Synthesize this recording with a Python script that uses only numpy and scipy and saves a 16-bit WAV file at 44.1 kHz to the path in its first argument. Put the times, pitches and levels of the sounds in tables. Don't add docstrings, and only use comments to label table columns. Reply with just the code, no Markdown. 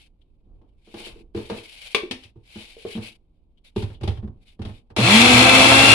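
import sys
import numpy as np
from scipy import signal
from scipy.fft import rfft, irfft, next_fast_len
from scipy.io import wavfile
from scipy.ndimage import uniform_filter1d

SR = 44100
rng = np.random.default_rng(int(sys.argv[2]) if len(sys.argv) > 2 else 0)


def to_wav(s):
    ch = np.atleast_2d(s).T
    pcm = np.round(np.clip(ch, -1, 1) * 32767)
    wavfile.write(sys.argv[1], SR, pcm.astype(np.int16))


N = 261947
T = np.arange(N) / SR
KITCHEN_T60_S = .28


def from_db(db):
    return 10 ** (np.asarray(db) / 20)


def unit_rms(x):
    return x / np.sqrt(np.mean(np.atleast_2d(x).mean(0) ** 2) + 1e-20)


def at_hz(points, hz):
    f, value = np.transpose(points)
    return np.interp(np.log(hz + 1), np.log(f), value)


def filtered(x, gain):
    size = next_fast_len(N + 8192)
    return irfft(rfft(x, size) * gain(np.arange(size // 2 + 1) * SR / size), size)[..., :N]


def white_pair():
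    return rng.standard_normal((2, N))


def drift(rate_hz):
    knots = rng.standard_normal(2048)
    return unit_rms(np.interp(2 * rate_hz * T, np.arange(len(knots)), knots))


def bump(at_s, half_s):
    return np.exp(-np.minimum(((T - at_s) / half_s) ** 2, 20))


def clicks_at(times_s, sizes):
    out = np.zeros(N)
    out[np.round(np.asarray(times_s) * SR).astype(int)] = sizes
    return out


def ring(clicks, hz, t60_s):
    r, w = from_db(-60 / (t60_s * SR)), 2 * np.pi * hz / SR
    return signal.lfilter([0, np.sin(w)], [1, -2 * r * np.cos(w), r * r], clicks + 1e-18)


def fade(energy, t60_s):
    return signal.lfilter([1], [1, -from_db(-120 / (t60_s * SR))], energy + 1e-18)


def stroke_power(table, release_db_per_s):
    power = 0
    for at_s, hold_s, db, rise_s in table:
        below_db = 20 * np.maximum(at_s - T, 0) / rise_s
        below_db += release_db_per_s * np.maximum(T - at_s - hold_s, 0)
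        power = power + from_db(db - np.minimum(below_db, 100)) ** 2
    return power


# f/Hz, correlation before clipping
STEREO_LIKENESS = [(60, 0.8), (300, 1.02), (570, 0.26), (900, 0.32), (1300, 0), (12000, 0)]


def coloured(pair, spectrum):
    def gain(hz):
        alike = np.clip(at_hz(STEREO_LIKENESS, hz), -.99, .99)
        skirts = 1 / (1 + (hz / spectrum[-1][0]) ** 6) / (1 + (spectrum[0][0] / (hz + 1)) ** 4)
        return skirts * from_db(at_hz(spectrum, hz)) * np.sqrt([1 + alike, 1 - alike])
    mid, side = filtered(pair, gain)
    return unit_rms(np.array([mid + side, mid - side]))


# f/Hz, level/dB
RUMBLE_SPECTRUM = [(20, 4), (45, -4.5), (70, -9), (110, -18.5), (160, -21.5), (320, -24.5), (600, -36),
                   (1200, -45), (2500, -58.5)]
# t/s, hold/s, level/dB, 20 dB rise/s
RUMBLE_SWELLS = [(0.5, .06, -49, .12), (1.1, .08, -48.5, .15)]


def rumble(room_db=-58, shudder_db=-17):
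    times_s, _, _, thump_db, _ = np.transpose(JAR_BLOWS + BASE_BLOWS)
    shudder = fade(clicks_at(times_s, from_db(thump_db + shudder_db) ** 2), t60_s=.8)
    power = from_db(room_db) ** 2 + stroke_power(RUMBLE_SWELLS, release_db_per_s=60) + shudder
    return uniform_filter1d(np.sqrt(power), size=SR // 100) * coloured(white_pair(), RUMBLE_SPECTRUM)


# f/Hz, level/dB
RUB_SPECTRUM = [(290, -43), (500, -8.5), (534, -13.5), (766, -13), (1240, -22), (1610, -13.5),
                (1800, -17.5), (2220, -2), (2470, -2), (2680, -4.5), (3990, -7), (4390, -7.5), (6280, -21),
                (10300, -16), (12100, -26), (15700, -59.5), (22000, -120)]
# t/s, hold/s, level/dB, 20 dB rise/s
RUB_STROKES = [(0.0, .035, -58, .05), (1.02, .05, -44, .15), (1.13, .08, -61, .05), (1.36, .2, -50.5, .015),
               (1.58, .015, -43, .04), (1.64, .28, -49, .05), (1.85, .025, -46, .1), (2.14, .12, -57.5, .1),
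               (2.44, .06, -65, .01), (2.58, .075, -47, .15), (2.69, .04, -52, .05), (2.8, .03, -51, .06),
               (2.92, .035, -44, .09), (3.03, .03, -40.5, .04), (3.12, .025, -62, .05),
               (3.648, .008, -56, .008), (3.67, .03, -64.5, .05), (3.78, .055, -48, .02),
               (3.88, .06, -62, .05), (4.05, .125, -65, .04), (4.48, .055, -64, .25),
               (4.65, .135, -62, .05)]


def rubbing(hiss_db=-77):
    grain = coloured(white_pair() * from_db(drift(150)), RUB_SPECTRUM)
    rustle = grain
    for hz in (2620, 2970, 3146, 3643):
        resonance = signal.lfilter(*signal.iirpeak(hz, Q=22, fs=SR), grain)
        rustle = rustle + from_db(-8 + 6.7 * drift(11)) * resonance
    power = stroke_power(RUB_STROKES, release_db_per_s=300) + from_db(hiss_db) ** 2
    return np.sqrt(power) * from_db(1.8 * drift(28)) * unit_rms(rustle)


def burst(times_s, level_db, spectrum, t60_s, tail_db, rise_t60_s):
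    energy = clicks_at(times_s, from_db(level_db) ** 2)
    power = fade(energy, t60_s) + from_db(tail_db) ** 2 * fade(energy, KITCHEN_T60_S)
    lag = from_db(-60 / (rise_t60_s * SR))
    envelope = signal.lfilter([1 - lag], [1, -lag], np.sqrt(power))
    return envelope * coloured(white_pair(), spectrum)


# t/s, level/dB
PLASTIC_TICKS = [(0.215, -65), (3.573, -65), (3.944, -56)]


def plastic_ticks():
    spectrum = [(2300, -11.5), (3000, 4.5), (3600, 0), (5500, -20.5)]
    return burst(*np.transpose(PLASTIC_TICKS), spectrum, t60_s=.1, tail_db=-9, rise_t60_s=.007)


def struck(times_s, level_db, modes, rise_t60_s, scatter_db=2.5):
    sizes = from_db(level_db + scatter_db * rng.standard_normal((len(times_s), len(modes))))
    out = 0
    for k, (hz, db, t60_s) in enumerate(modes):
        clicks = clicks_at(times_s, (-1) ** k * from_db(db) * sizes[:, k])
        out = out + ring(clicks, hz, t60_s) - ring(clicks, hz, rise_t60_s)
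    return out


# f/Hz, level/dB, t60/s
COUNTER_RESONANCES = [(72.8, -2.5, 0.12), (97.3, 1.5, 0.1), (110.7, 0, .12), (138, -6.5, 0.086)]
# f/Hz, level/dB
CLACK_SPECTRUM = [(120, -19), (250, -1.5), (450, 3), (600, -1), (850, -1.5), (1300, -8.5), (1800, -10.5),
                  (2600, -20)]
TICK_SPECTRUM = [(1200, -25), (2000, -6), (2500, -1), (3600, -2), (5000, -10.5), (7000, -22.5),
                 (10500, -19.5), (12500, -39), (16000, -39.5)]


def blows(table, modes, ring_db, thump_db, clack_db, tick_db, focus_db_per_oct,
          rise_t60_s, crack_t60_s, tail_db, dulling=0, firm_db=-39):
    times_s, body_db, focus_hz, counter_db, crack_db = np.transpose(table)
    octaves = np.abs(np.log2(np.array(modes)[:, 0] / focus_hz[:, None]))
    tones = struck(times_s, body_db[:, None] + ring_db - focus_db_per_oct * octaves, modes, rise_t60_s)
    thump = struck(times_s, counter_db[:, None] + thump_db, COUNTER_RESONANCES, rise_t60_s=.035)
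    treble_db = crack_db - dulling * np.maximum(firm_db - crack_db, 0)
    clack = burst(times_s, crack_db + clack_db, CLACK_SPECTRUM, crack_t60_s, tail_db, rise_t60_s)
    tick = burst(times_s, treble_db + tick_db, TICK_SPECTRUM, crack_t60_s, tail_db, rise_t60_s)
    return tones + thump + clack + tick


# t/s, ring/dB, focus/Hz, thump/dB, crack/dB
JAR_BLOWS = [(0.614, -50, 296, -66, -61), (0.871, -40, 334, -69, -60), (0.94, -32, 330, -49, -41),
             (1.001, -34, 358, -64, -47), (1.065, -40, 337, -69, -46), (1.156, -41, 426, -61, -64),
             (1.204, -44.5, 345, -67, -70), (1.347, -21.5, 366, -32, -41), (1.371, -23.5, 334, -37, -39),
             (1.498, -20.5, 480, -38, -31.5), (1.514, -22, 219, -45.5, -57), (1.574, -37, 343, -50, -48),
             (2.357, -41, 321, -44.5, -62), (2.557, -31, 226, -43.5, -45), (2.851, -28, 450, -50, -44),
             (2.952, -23.5, 214, -41, -45), (2.974, -22, 217, -37.5, -41)]
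# f/Hz, level/dB, t60/s
JAR_RESONANCES = [(213, -2, 0.11), (250, -18.5, 0.18), (279.4, -6.5, 0.067), (340.4, -4, 0.1),
                  (422, -7.5, 0.086), (471.8, -10.5, 0.18), (574, -11, 0.032), (723, -23, 0.14),
                  (920, -21, 0.056)]


def jar_knocks():
    return blows(JAR_BLOWS, JAR_RESONANCES, ring_db=1, thump_db=7.5, clack_db=4, tick_db=-4,
                 focus_db_per_oct=10.5, rise_t60_s=.012, crack_t60_s=.034, tail_db=-8.5)


# t/s, ring/dB, focus/Hz, thump/dB, crack/dB
LID_BLOWS = [(1.9469, -7, 2470, -49, -22), (2.1109, -52, 4500, -40, -29.5), (2.2367, -55, 3460, -45.5, -49)]
# f/Hz, level/dB, t60/s
LID_RESONANCES = [(1000, -11.5, 0.033), (1156, -8.5, 0.037), (1555, -12, 0.044), (2276, -4, 0.034),
                  (2442, -9, .08), (2660, -7, 0.04), (3020, -17.5, .06), (3517, -14.5, 0.041)]


def lid_snaps():
    return blows(LID_BLOWS, LID_RESONANCES, ring_db=-4, thump_db=.5, clack_db=-6, tick_db=2.5,
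                 focus_db_per_oct=-1.5, rise_t60_s=.00069, crack_t60_s=.088, tail_db=-23)


# t/s, level/dB, f/Hz, t60/s
LID_POPS = [(1.947, -16, 418, 0.068), (2.034, -21.5, 357.4, 0.08), (2.11, -24.5, 250, .08),
            (2.767, -33.5, 455, 0.036), (2.851, -17.5, 408, 0.023)]


def air_pops():
    return sum(struck([at_s], db, [(hz, 0, t60_s)], rise_t60_s=.0039, scatter_db=1.5)
               for at_s, db, hz, t60_s in LID_POPS)


# t/s, ring/dB, focus/Hz, thump/dB, crack/dB
BASE_BLOWS = [(3.761, -14.5, 374, -23, -36.5), (3.822, -24.5, 213, -21.5, -37.5),
              (3.902, -39.5, 215, -37, -47), (4.01, -34.5, 215, -25.5, -43), (4.033, -22, 326, -20, -37),
              (4.075, -19, 201, -19, -33), (4.171, -43, 245, -30.5, -47), (4.228, -28.5, 180, -29, -52),
              (4.242, -25, 181, -34, -53), (4.274, -32, 213.6, -34, -51), (4.592, -21.5, 193, -30, -48),
              (4.617, -29, 202, -34, -41.5), (4.65, -25, 204, -28, -40), (4.691, -30.5, 187, -37, -46),
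              (4.902, -48, 237, -44, -48), (4.964, -23, 331, -29, -26.5), (4.984, -8, 207, -39, -23)]
# f/Hz, level/dB, t60/s
BASE_RESONANCES = [(204, -7, 0.074), (251, -9.5, 0.063), (325.4, -7.5, 0.081), (374, -6.5, 0.039),
                   (422.6, -7, .07), (759, -11, 0.089), (885, -16.5, 0.041), (1180, -16.5, 0.075)]


def base_knocks():
    return blows(BASE_BLOWS, BASE_RESONANCES, ring_db=4.5, thump_db=6, clack_db=.5, tick_db=-3,
                 focus_db_per_oct=10, rise_t60_s=.0081, crack_t60_s=.092, tail_db=-17, dulling=1.1)


def blade_shake(turns_per_s, angle, load_db, housing_hz=226, width_hz=38):
    response = 1 / np.hypot(1, 2 * (turns_per_s - housing_hz) / width_hz)
    return from_db(-14.2 + 1.5 * load_db + 1.2 * drift(25)) * response * np.sin(angle)


# order, level/dB re order 2
SHAFT_HARMONICS = [(3, -0.5), (4, -7), (5, -6.5), (9, -5.5), (12, -17)]


def shaft_whine(turns_per_s, angle, second_db=-28, fan_blades=10):
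    fan_db = -19.5 + .5 * (turns_per_s - 270)
    orders = [(2, second_db), (fan_blades, fan_db)] + [(k, second_db + db) for k, db in SHAFT_HARMONICS]
    lag_rad = np.array([[0], [.13]])
    return sum(from_db(db + 2 * drift(12)) * np.sin(k * (angle - lag_rad)) for k, db in orders)


def winding_hum(on_s, strain_db, hum_hz=118):
    surge_db = 16.5 * bump(on_s + .068, half_s=.04)
    return from_db(-28 + strain_db + surge_db) * np.sin(2 * np.pi * hum_hz * T + 1.02 * drift(7.4))


def food_impacts(angle, per_s, spread_db, t60_s, rush_db, pulse_depth):
    sizes = from_db(spread_db * np.minimum(rng.exponential(1, N), 4))
    hits = fade((rng.random(N) < per_s / SR) * sizes ** 2, t60_s)
    power = hits / hits.mean() + from_db(rush_db) ** 2
    return np.sqrt(power) * (1 + pulse_depth * np.cos(angle)) * white_pair()


# f/Hz, width/Hz, relative level/dB
LOADED_JAR_PEAKS = [(334, 11.7, 6), (681, 22, 8), (774.5, 12, 3), (897, 24, -4), (1343, 15, 5.5),
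                    (1587, 15, 5), (2350, 65, -10), (2630, 48, -2), (3320, 97, -15.5), (4260, 60, -5)]


def through_jar(x, flicker_db=4):
    out = x
    for hz, width_hz, db in LOADED_JAR_PEAKS:
        r, w = np.exp(-np.pi * width_hz / SR), 2 * np.pi * hz / SR
        peak = signal.lfilter((1 - r * r) / 2 * np.array([1, 0, -1]), [1, -2 * r * np.cos(w), r * r], x)
        out = out + from_db(db - 2 + flicker_db * drift(8)) * peak
    return unit_rms(out)


def wall_echoes(x, t60_s, wet_db):
    age_s = T[:SR // 20]
    echo = rng.standard_normal((2, len(age_s))) * from_db(-60 * age_s / t60_s)
    echo /= np.sqrt(np.sum(echo ** 2, axis=1, keepdims=True))
    return unit_rms(x + from_db(wet_db) * signal.fftconvolve(x, echo, axes=1)[:, :N])


# f/Hz, level/dB
CHURN_SPECTRUM = [(35, -16), (70, 0.5), (135, -1.5), (165, -10), (215, 4.5), (290, -4.5), (340, -2),
                  (500, -1), (570, -3), (680, -1.5), (1200, 1.5), (1800, -7.5), (2300, -22)]
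CHOP_SPECTRUM = [(1000, -40), (1700, -9), (1860, -10), (2140, -2), (2460, -1.5), (2670, -5.5), (2870, -3),
                 (3250, -2), (4060, -7.5), (5820, -17), (7440, -18), (9280, -21), (10300, -17),
                 (11000, -22), (12100, -33.5), (15700, -49), (22000, -120)]


def grinding(angle, load_db):
    churn = food_impacts(angle, per_s=83, spread_db=3, t60_s=.012, rush_db=8, pulse_depth=.095)
    chop = food_impacts(angle, per_s=200, spread_db=3.5, t60_s=.015, rush_db=6, pulse_depth=.1)
    chop = wall_echoes(through_jar(coloured(chop, CHOP_SPECTRUM)), t60_s=.058, wet_db=-6.5)
    churn = through_jar(coloured(churn, CHURN_SPECTRUM))
    return from_db(-17.3) * churn + from_db(-13.3 + load_db) * chop


# t/s, half-length/s, speed loss/(turns/s), load/dB, hum/dB
BLADE_BITES = [(5.145, .055, 4, 2.5, -3), (5.375, .045, 8, 1.2, 8), (5.475, .05, 0, -3, 2),
               (5.612, .022, 4, .5, 0), (5.81, .04, 2, -.5, 1), (5.903, .022, 0, 2, 7)]


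def blender(on_s=4.964, spin_up_s=.081, base_turns_per_s=238, gain_turns_per_s2=41.5):
    age_s = np.maximum(T - on_s, 0)
    spin = 1 - np.exp(-age_s / spin_up_s)
    sag, load_db, strain_db = sum(np.outer(effects, bump(at_s, half_s))
                                  for at_s, half_s, *effects in BLADE_BITES)
    turns_per_s = spin * (base_turns_per_s + gain_turns_per_s2 * age_s) - sag
    food_jolts = 1 + .0008 * drift(25)
    angle = 2 * np.pi * np.cumsum(turns_per_s * food_jolts) / SR
    shake = spin * blade_shake(turns_per_s, angle, load_db)
    motor = shake + shaft_whine(turns_per_s, angle) + winding_hum(on_s, strain_db)
    effort = .2 + .8 * spin ** 2.6
    return (T > on_s) * (np.sqrt(2) * spin * motor + effort * grinding(angle, load_db))


def kitchen(x, wet_db, first_echo_s=.004):
    noise = coloured(white_pair(), [(40, -9), (200, -6), (450, -2), (16000, -8.5)])
    echo = noise * from_db(-60 * T / KITCHEN_T60_S) * (T > first_echo_s)
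    echo = echo[:, :SR // 2] / np.sqrt(np.sum(echo[0] ** 2))
    return x + from_db(wet_db) * signal.fftconvolve(x.mean(0)[None], echo, axes=1)[:, :N]


def scene():
    handling = jar_knocks() + lid_snaps() + base_knocks() + air_pops() + plastic_ticks()
    return kitchen(handling, wet_db=-7) + rubbing() + rumble() + blender()


def treble_gate(x, threshold_db, depth_db, split_hz):
    treble = filtered(x, lambda hz: hz ** 6 / (hz ** 6 + split_hz ** 6))
    power = np.abs(uniform_filter1d(np.mean(treble ** 2, axis=0), size=SR // 60))
    closed = 1 / (1 + (power / from_db(threshold_db) ** 2) ** 3)
    return x - (1 - from_db(-depth_db * closed)) * treble


# f/Hz, left minus right/dB
MIC_BALANCE = [(60, -3.5), (250, 0.1), (900, -1.5), (2000, 2.5), (3000, 7.5), (4200, 7), (5700, -1),
               (8000, -20), (10500, -27), (12000, -16), (14500, -1)]


def record(dry):
    def microphones(hz):
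        pair = from_db(at_hz(MIC_BALANCE, hz) * np.array([[.5], [-.5]]))
        return pair / np.sqrt(np.mean(pair ** 2, axis=0))
    heard = treble_gate(filtered(dry, microphones), threshold_db=-65.5, depth_db=14, split_hz=1200)
    rounded = heard / (1 + heard ** 8) ** (1 / 8)
    return signal.sosfilt(signal.ellip(10, .2, 70, 15800, fs=SR, output="sos"), rounded)


dry = scene()
out = record(dry)
to_wav(out)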